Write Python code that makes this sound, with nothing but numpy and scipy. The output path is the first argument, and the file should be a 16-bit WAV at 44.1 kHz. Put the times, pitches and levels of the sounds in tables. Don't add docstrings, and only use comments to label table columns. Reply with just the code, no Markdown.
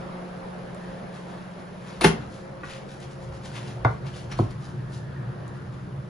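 import sys
import numpy as np
from scipy import signal
from scipy.fft import rfft, irfft, next_fast_len
from scipy.io import wavfile
from scipy.ndimage import uniform_filter1d

SR = 44100
rng = np.random.default_rng(int(sys.argv[2]) if len(sys.argv) > 2 else 0)


def undo_db(level):
    steps = np.asarray(level, float) / 20
    return 10 ** steps


def output_pcm(signal):
    pcm = np.clip(np.atleast_2d(signal).T, -1, 1) * 32767
    wavfile.write(sys.argv[1], SR, np.round(pcm).astype(np.int16))


N = 268555
SLAM_S = 2.043


def evened(x):
    return x / np.sqrt(np.mean(x ** 2) + 1e-20)


def read(points, hz):
    f, value = np.transpose(points)
    return np.interp(np.log(hz + 1), np.log(f + 1), value)


def columns(rows):
    s, *values = np.transpose(rows)
    return [np.interp(np.arange(N) / SR, s, v) for v in values]


def add(mix, s, sound):
    part = mix[round(s * SR):][:len(sound)]
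    part += sound[:len(part)]


def shape(x, gain):
    size = next_fast_len(N)
    spectrum = rfft(np.resize(x, size))
    return irfft(spectrum * gain(np.fft.rfftfreq(size, 1 / SR)), size)[:N]


def noise_band(gain):
    return evened(shape(rng.standard_normal(N), gain))


def drift(hz):
    return noise_band(lambda f: (f > 0) / (1 + (f / hz) ** 4))


def swells(rows, rise_s, fall_s, drop_db=20.):
    s, db = np.transpose(rows)[:, :, None]
    since = np.arange(0, N + 64, 64) / SR - s
    return undo_db(2 * (db - drop_db * np.maximum(-since / rise_s, since / fall_s)))


def total_db(power, floor_db):
    total = np.interp(np.arange(N) / 64, np.arange(power.shape[1]), power.sum(0))
    return 10 * np.log10(total + undo_db(2 * floor_db))


# frequency in Hz, density in dB per Hz.
RUSH_SPECTRUM = [(25, -20), (60, -16), (90, -17), (185, -6), (265, -16.5), (360, -12), (543, -10),
                 (800, -14), (1520, -20.5), (2600, -32), (4930, -40), (7250, -54.5), (9500, -53),
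                 (12000, -55)]
# frequency in Hz, left-right likeness 0-1.
LIKENESS = [(60, 1), (130, 1), (270, 0.55), (570, 0.28), (1200, 0.13), (2500, 0.19), (5300, 0.32),
            (11000, 0.14)]
# frequency in Hz, change in dB.
FAR_COLOUR = [(200, 2), (300, 2.), (700, -3.), (1200, 0.), (1750, 2.5), (2300, -1.5), (4000, 0), (9000, -1)]
# time in seconds, share of the way 0-1.
DISTANCE = [(0, 0.), (2, 0.37), (4, 0.15), (4.7, 1), (6.09, 0.8)]
# time in seconds, place along the kitchen in m, level of the rush in dB.
WALK = [(0, 0., -41), (.8, .07, -43), (1.4, .1, -44), (1.95, .17, -45), (2.4, .25, -45.3),
        (2.85, .32, -45.6), (3.5, .39, -45.3), (4.1, .45, -45), (4.7, .48, -46), (5.4, .48, -44.6),
        (6.09, .47, -48)]
# time in seconds, added rush in dB, added boom in dB.
STIRS = [
    (2.17, -40, -40),
    (3.87, -42, -45),
    (4.05, -48, -37),
    (4.41, -55, -35),
]
STIR_RISE_S, STIR_FALL_S = .08, .21


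def fan_rush():
    frames, hz = N // 256 + 5, np.fft.rfftfreq(1024, 1 / SR)
    a, b, c, d, patches = rng.standard_normal((frames, 513, 5)).T
    patches = evened(uniform_filter1d(uniform_filter1d(patches, 8, 0), 10, 1))
    same = np.clip(read(LIKENESS, hz), 0, 1)[:, None]
    left = a + 1j * b
    right = same * left + np.sqrt(1 - same ** 2) * (c + 1j * d)
    away = np.interp(np.arange(frames) * 256 / SR, *np.transpose(DISTANCE))
    colour_db = read(RUSH_SPECTRUM, hz)[:, None] + read(FAR_COLOUR, hz)[:, None] * away + 1.63 * patches
    coloured = np.array([left, right]) * undo_db(colour_db)
    rush = signal.istft(coloured, nperseg=1024, noverlap=768)[1][:, :N]
    body = shape(rush[0], lambda f: (f > 250) * (f < 1500))
    stirred = swells(np.array(STIRS)[:, :2], STIR_RISE_S, STIR_FALL_S)
    return undo_db(total_db(stirred, columns(WALK)[1])) * rush / np.std(body)


# frequency in Hz, width in Hz, level in dB.
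ROOM_MODES = [(119, 7.4, 2.5), (134, 11.3, 2.5), (146, 12, -4.5), (100, 7, -14), (80, 11, -9)]


def standing_waves():
    def modes(f):
        return sum(undo_db(db) / (1 + (2 * (f - hz) / width) ** 2) for hz, width, db in ROOM_MODES)

    boom, difference = noise_band(modes), noise_band(modes)
    place = columns(WALK)[0]
    deep_db = 14 * (place - .46)
    boom = boom + (undo_db(deep_db) - 1) * shape(boom, lambda f: f < 127)
    still_db = -48.5 + 72 * (place - .06) ** 2
    stirred = swells(np.array(STIRS)[:, ::2], STIR_RISE_S, STIR_FALL_S, drop_db=8.)
    return undo_db(total_db(stirred, still_db)) * (boom + 0.091 * np.array([[1], [-1]]) * difference)


# time in seconds, rumble in dB.
JOLTS = [(0., -57), (.68, -52), (.9, -50), (1.3, -58), (2.07, -40), (2.29, -43), (2.95, -50), (2.68, -48),
         (3.31, -44), (3.87, -36), (4.14, -46), (4.41, -35), (4.85, -49), (5.3, -50), (5.78, -50)]


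def hand_rumble():
    rumble = noise_band(lambda f: (f / 40.) ** 2 / (1 + (f / 67.0) ** 6))
    rumble_db = total_db(swells(JOLTS, rise_s=.12, fall_s=.2), floor_db=-66)
    return undo_db(rumble_db + 0.5) * rumble


# level in dB, echo strength 0-1, place of the dip in m, gain while the door is open in dB.
TONES = [(-48.5, .6, .27, 6.), (-56.5, .5, .15, 1.5), (-55, .75, .15, 0.), (-51, .2, .05, 1.)]


def hum():
    blade_hz, mains_hz, sound_m_per_s = 178.8, 198, 343
    t = np.arange(N) / SR
    turns = np.cumsum(blade_hz * (1 + .0008 * drift(3.)) / SR)
    cycles = [turns, 2 * turns, 3 * turns, mains_hz * t, 1.5 * mains_hz * t]
    place = columns(WALK)[0]
    levels = []
    for (db, echo, dip, open_db), hz in zip(TONES, [blade_hz, 2 * blade_hz, 3 * blade_hz, mains_hz]):
        interference = abs(1 - echo * np.exp(4j * np.pi * hz * (place - dip) / sound_m_per_s))
        levels.append(db + open_db * (t < SLAM_S) + 20 * np.log10(interference))
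    levels.append(levels[-1] - 10.)
    leads = [0.15, 0.46, 0.93, 0.99, 0.57]
    wavers_db = [.8, 2.5, 2.2, 1.2, 2.5]
    side = np.array([[.5], [-.5]])
    total = np.zeros((2, N))
    for db, cycle, lead, waver_db in zip(levels, cycles, leads, wavers_db):
        wavering = np.sqrt(2) * undo_db(db + waver_db * drift(9.))
        total += wavering * np.sin(2 * np.pi * cycle + side * lead)
    return total


# time of the peak in seconds, level in dB.
DUCT_SWELLS = [
    (.87, -56),
    (5.17, -56),
    (5.55, -60),
]


def duct():
    centre_hz, width_hz = 1750, 350.
    sides = np.array([noise_band(lambda f: 1 / (1 + (2 * (f - centre_hz) / width_hz) ** 4)) for _ in range(2)])
    swell_db = total_db(swells(DUCT_SWELLS, rise_s=.36, fall_s=.36), floor_db=-90)
    return undo_db(swell_db) * (sides + .6 * sides[::-1])


# frequency in Hz, t60 in seconds.
KITCHEN_T60 = [(100, 0.22), (400, 0.27), (1500, 0.27), (5000, 0.25), (10000, 0.2)]


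def kitchen(x):
    taps = np.zeros((2, SR // 2))
    at = np.arange(200, SR // 2 - 20, 20) + rng.integers(0, 20, (2, (SR // 2 - 201) // 20))
    np.put_along_axis(taps, at, rng.choice([-1., 1.], at.shape), 1)
    hz, t, z = signal.stft(taps, SR, nperseg=256)
    decay = undo_db(-60 * t / read(KITCHEN_T60, hz)[:, None])
    tail = signal.istft(z * decay, SR, nperseg=256)[1]
    tail[1] = 0.078 * tail[0] + 0.77 * tail[1]
    return signal.fftconvolve(x[None], tail / np.linalg.norm(tail[0]), axes=1)[:, :N]


# frequency in Hz, lead of the left port in radians.
NEAR_LEAD = [(100, -0.065), (300, -0.13), (600, -0.81), (1460, -1.33), (3200, 1.25), (5000, .6),
             (8000, -1.25)]
# frequency in Hz, left minus right in dB.
NEAR_BALANCE = [(100, -1), (490, 0.5), (1400, 0), (4000, 5.5), (11000, 2)]


def ports(x):
    def transfer(f, side):
        return undo_db(side * read(NEAR_BALANCE, f)) * np.exp(1j * side * read(NEAR_LEAD, f))

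    return np.array([shape(x, lambda f: transfer(f, side)) for side in (.5, -.5)])


def friction(level_db, spectrum, per_s, spread_db, tilt_db=0):
    sizes = undo_db(spread_db * np.minimum(rng.exponential(1, N), 4))
    slips = rng.standard_normal(N) * sizes * (rng.random(N) < per_s / SR)
    colour = evened(shape(slips, lambda f: undo_db(read(spectrum, f))))
    dull = shape(colour, lambda f: 1 / (1 + (f / 3000.) ** 4))
    return undo_db(level_db) * (undo_db(-2 * tilt_db) * dull + colour - dull)


# time of the peak in seconds, level in dB, length in seconds, brightness in dB.
STROKES = [(0., -63, .12, -3), (.85, -64, .7, -3), (1.152, -55, .16, 0.), (1.3, -60, .35, -2),
           (1.6, -63, .2, 1.), (1.89, -54, .28, -1), (2.22, -58, .15, 0.), (2.344, -54, .24, 14),
           (2.7, -48.5, .2, -.6), (2.655, -54, .08, 0.), (2.74, -54, .1, 0.), (2.918, -54, .17, 5),
           (3.026, -51.5, .11, .6), (3.116, -53.5, .09, 8), (3.228, -55, .14, 8), (3.35, -53.5, .1, 7),
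           (3.456, -47.5, .11, 2.), (3.564, -46, .15, -1.2), (3.682, -50, .16, 1.2), (3.91, -61, .3, 6),
           (4.07, -50.5, .08, -1.5), (4.165, -49, .18, 2.), (4.32, -47.5, .06, -3), (4.39, -49, .12, 0.),
           (4.51, -54, .06, 1.2), (4.64, -54, .2, 8), (4.94, -49, .12, 13), (5.47, -68, .07, -1.2),
           (5.56, -65, .2, 2.), (5.74, -62, .12, 1.2)]
# frequency in Hz, density in dB per Hz.
CLOTH_SPECTRUM = [(300, -36), (700, -11), (900, -4.5), (3280, -7), (7540, -17), (9300, -16), (12000, -20)]


def cloth():
    rise_share, faint_db = .33, -70
    s, db, length, bright_db = np.transpose(STROKES)
    rise_s, fall_s = rise_share * length[:, None], (1 - rise_share) * length[:, None]
    power = swells(np.transpose([s, db]), rise_s, fall_s, drop_db=16.)
    mean_bright = (power * bright_db[:, None]).sum(0) / (power.sum(0) + undo_db(2 * faint_db))
    tilt_db = np.repeat(mean_bright, 64)[:N]
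    return friction(total_db(power, faint_db) + 4.3, CLOTH_SPECTRUM, per_s=7000., spread_db=2.1, tilt_db=tilt_db)


# time in seconds, level in dB.
LATCH = [
    (2.008, -58),
    (2.011, -21.5),
    (2.02, -26),
    (2.034, -30),
    (2.042, -18),
    (2.047, -7),
    (2.056, -23),
    (2.075, -26),
    (2.12, -63),
]
# frequency in Hz, density in dB per Hz.
STEEL_SPECTRUM = [(120, -18), (250, -8.5), (643, -9), (976, -10.5), (2600, -13.5), (5330, -22), (7340, -26),
                  (10100, -19.5), (12000, -23.5)]


def latch():
    return friction(columns(LATCH)[0], STEEL_SPECTRUM, per_s=6000., spread_db=1.0)


# time in seconds, peak in dB, pitch in Hz, t60 in seconds, share that rings clear.
TICKS = [(.747, -46, 10300, .012, 0.1), (2.89, -43, 3300, .05, 0.3), (3.003, -49, 9500, .02, 0.),
         (3.324, -33, 900, 0.046, .3), (3.847, -36.5, 4600, 0.032, 0.27), (4.072, -50, 4200, 0.05, 0.5),
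         (4.139, -39, 3010, .04, 0.7), (4.315, -41, 5630, .08, .8), (4.325, -43, 4200, .06, .7),
         (4.376, -46, 5000, .02, 0.), (4.388, -36.5, 4260, .035, 0.65), (4.51, -47, 7300, 0.022, 0.3),
         (5.48, -43.5, 9500, 0.012, 0.2)]


def ticks(near):
    t = np.arange(6000) / SR
    for s, db, hz, t60, clear in TICKS:
        band = signal.butter(1, [hz / 1.72, min(hz * 1.1, 11800)], "bandpass", fs=SR)
        burst = signal.lfilter(*band, rng.standard_normal(len(t)))
        ring = np.sin(2 * np.pi * hz * t)
        add(near, s, undo_db(db - 60 * t / t60) * (2 * (1 - clear) * burst + clear * ring))


def blow(modes, db, lag, sweep_db, top_hz):
    t = np.arange(SR // 2) / SR
    since = t + 2.806 / top_hz
    sweep = np.sin(2 * np.pi * 2.797 * np.log(since / since[0]))
    sound = undo_db(sweep_db - 60 * t / 0.063) * (1 - np.exp(-t / .0015)) * sweep
    for hz, mode_db, t60 in modes:
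        places, phases = rng.standard_normal((2, 24, 1))
        crowd = np.sin(2 * np.pi * (hz * np.exp(.22 * places) * t + phases)).sum(0) / np.sqrt(24)
        crowd_decay = undo_db(-6.5 - 60 * t / (1.94 * t60))
        ring = undo_db(-60 * t / t60) * np.sin(2 * np.pi * hz * t)
        ring += crowd_decay * min(hz / 480.0, 1) * (1 - np.exp(-t / .002)) * crowd
        onset = 1 - np.exp(-(t / (lag / hz + .0008)) ** 3)
        sound = sound + undo_db(mode_db) * onset * ring
    return undo_db(db) * sound


# frequency in Hz, level in dB, t60 in seconds.
CATCH_MODES = [(200, -8, .1), (347, 3.5, 0.12), (675, -6, .05), (1200, -8, .05), (2200, -8, 0.036)]
DOOR_MODES = [(60.6, -14, 0.16), (162.6, 0.5, 0.19), (206, -8.5, .3), (224.4, -16.5, .6), (391, 1.5, 0.092),
              (843, -2.5, 0.045), (1150, -11.5, 0.078), (1590, -12, 0.056), (2540, -10.5, 0.038),
              (3390, -20, 0.055)]


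def door_blows(near):
    add(near, 2.011, blow(CATCH_MODES, db=-23, lag=2.5, sweep_db=-14, top_hz=3000))
    add(near, SLAM_S, blow(DOOR_MODES, db=-7.5, lag=1.3, sweep_db=-9, top_hz=2200))


# frequency in Hz, level in dB, t60 in seconds.
RIM_MODES = [(1150, -6, 0.076), (1454, -1.5, 0.072), (1895, -6.5, 0.071), (2520, -12, 0.05)]
DISH_MODES = [(118.4, 0., .16), (399, -13, 0.077), (520, -7, .05), (630, 5, 0.022), (760, -1, .04),
              (1100, -6, .04), (1384, -9, 0.039), (2056, -12, 0.026)]
WORKTOP_MODES = [(110, -1.5, 0.2), (229.7, -11, 0.18), (338, -3, 0.097), (598, -12.5, 0.06),
                 (754, -10, 0.034), (1030, -1.5, 0.015)]


def dish_blows(near):
    add(near, 2.632, blow(RIM_MODES, db=-30, lag=2, sweep_db=-4, top_hz=3000))
    add(near, 3.8472, blow(DISH_MODES, db=-7, lag=1.05, sweep_db=-11, top_hz=1100))
    add(near, 4.39, blow(WORKTOP_MODES, db=-8.5, lag=1.3, sweep_db=-5, top_hz=1200))


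def scene():
    near = cloth() + latch()
    door_blows(near)
    dish_blows(near)
    ticks(near)
    wet = shape(near, lambda f: f ** 2 / (f ** 2 + 265.0 ** 2))
    background = fan_rush() + standing_waves() + hand_rumble() + hum() + duct()
    return ports(near) + undo_db(-4) * kitchen(wet) + background


SHARP_MOMENTS = [
    .75,
    2.012,
    3.003,
    3.85,
    4.235,
    4.39,
    4.51,
    5.48,
]


def thin(x, colour, holes):
    hz, t, z = signal.stft(x, SR, nperseg=1024, noverlap=768)
    field = evened(uniform_filter1d(uniform_filter1d(rng.standard_normal(z.shape), 6, 0), 9, 1))
    share = 0
    for low, high, part, edge in holes:
        share = share + part * np.clip(np.minimum(hz - low, high - hz) / edge + .5, 0, 1)
    dropped = 1 / (1 + np.exp(1.7 * field)) < share[:, None]
    sharp = (abs(t[:, None] - SHARP_MOMENTS).min(1) < .007) & (hz < 12300)[:, None]
    keep = np.where(dropped, np.where(sharp, .5, 0), 1)
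    coloured = z * keep * undo_db(read(colour, hz))[:, None]
    return signal.istft(coloured, SR, nperseg=1024, noverlap=768)[1][:N]


def band_limit(x):
    return signal.sosfilt(signal.butter(12, 11900, fs=SR, output="sos"), x)


# frequency in Hz, gain in dB.
SUM_COLOUR = [(7600, 0.5), (9000, -3), (10300, 2), (11300, -5)]
SIDE_COLOUR = [(300, 0.5), (1000, 2.), (4000, 0.), (7000, 5.5), (8500, 2), (11300, 0.5), (12000, -3)]
# lower edge in Hz, upper edge in Hz, share dropped 0-1, width of the edges in Hz.
SUM_HOLES = [(2500, 12500, .02, 1000), (7800, 8900, .98, 400), (11200, 30000, .98, 500)]
SIDE_HOLES = [(1000, 12500, .04, 1000), (3650, 4400, .16, 700), (6300, 7450, .44, 450),
              (9300, 11050, .96, 500), (11100, 12000, .2, 300), (11800, 30000, 1, 500)]


def record(dry):
    left, right = .9 * np.tanh(dry / .9)
    mid = thin((left + right) / 2, SUM_COLOUR, SUM_HOLES)
    side = thin((left - right) / 2, SIDE_COLOUR, SIDE_HOLES)
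    return band_limit(np.array([mid + side, mid - side]))


dry = scene()
out = record(dry)
output_pcm(out)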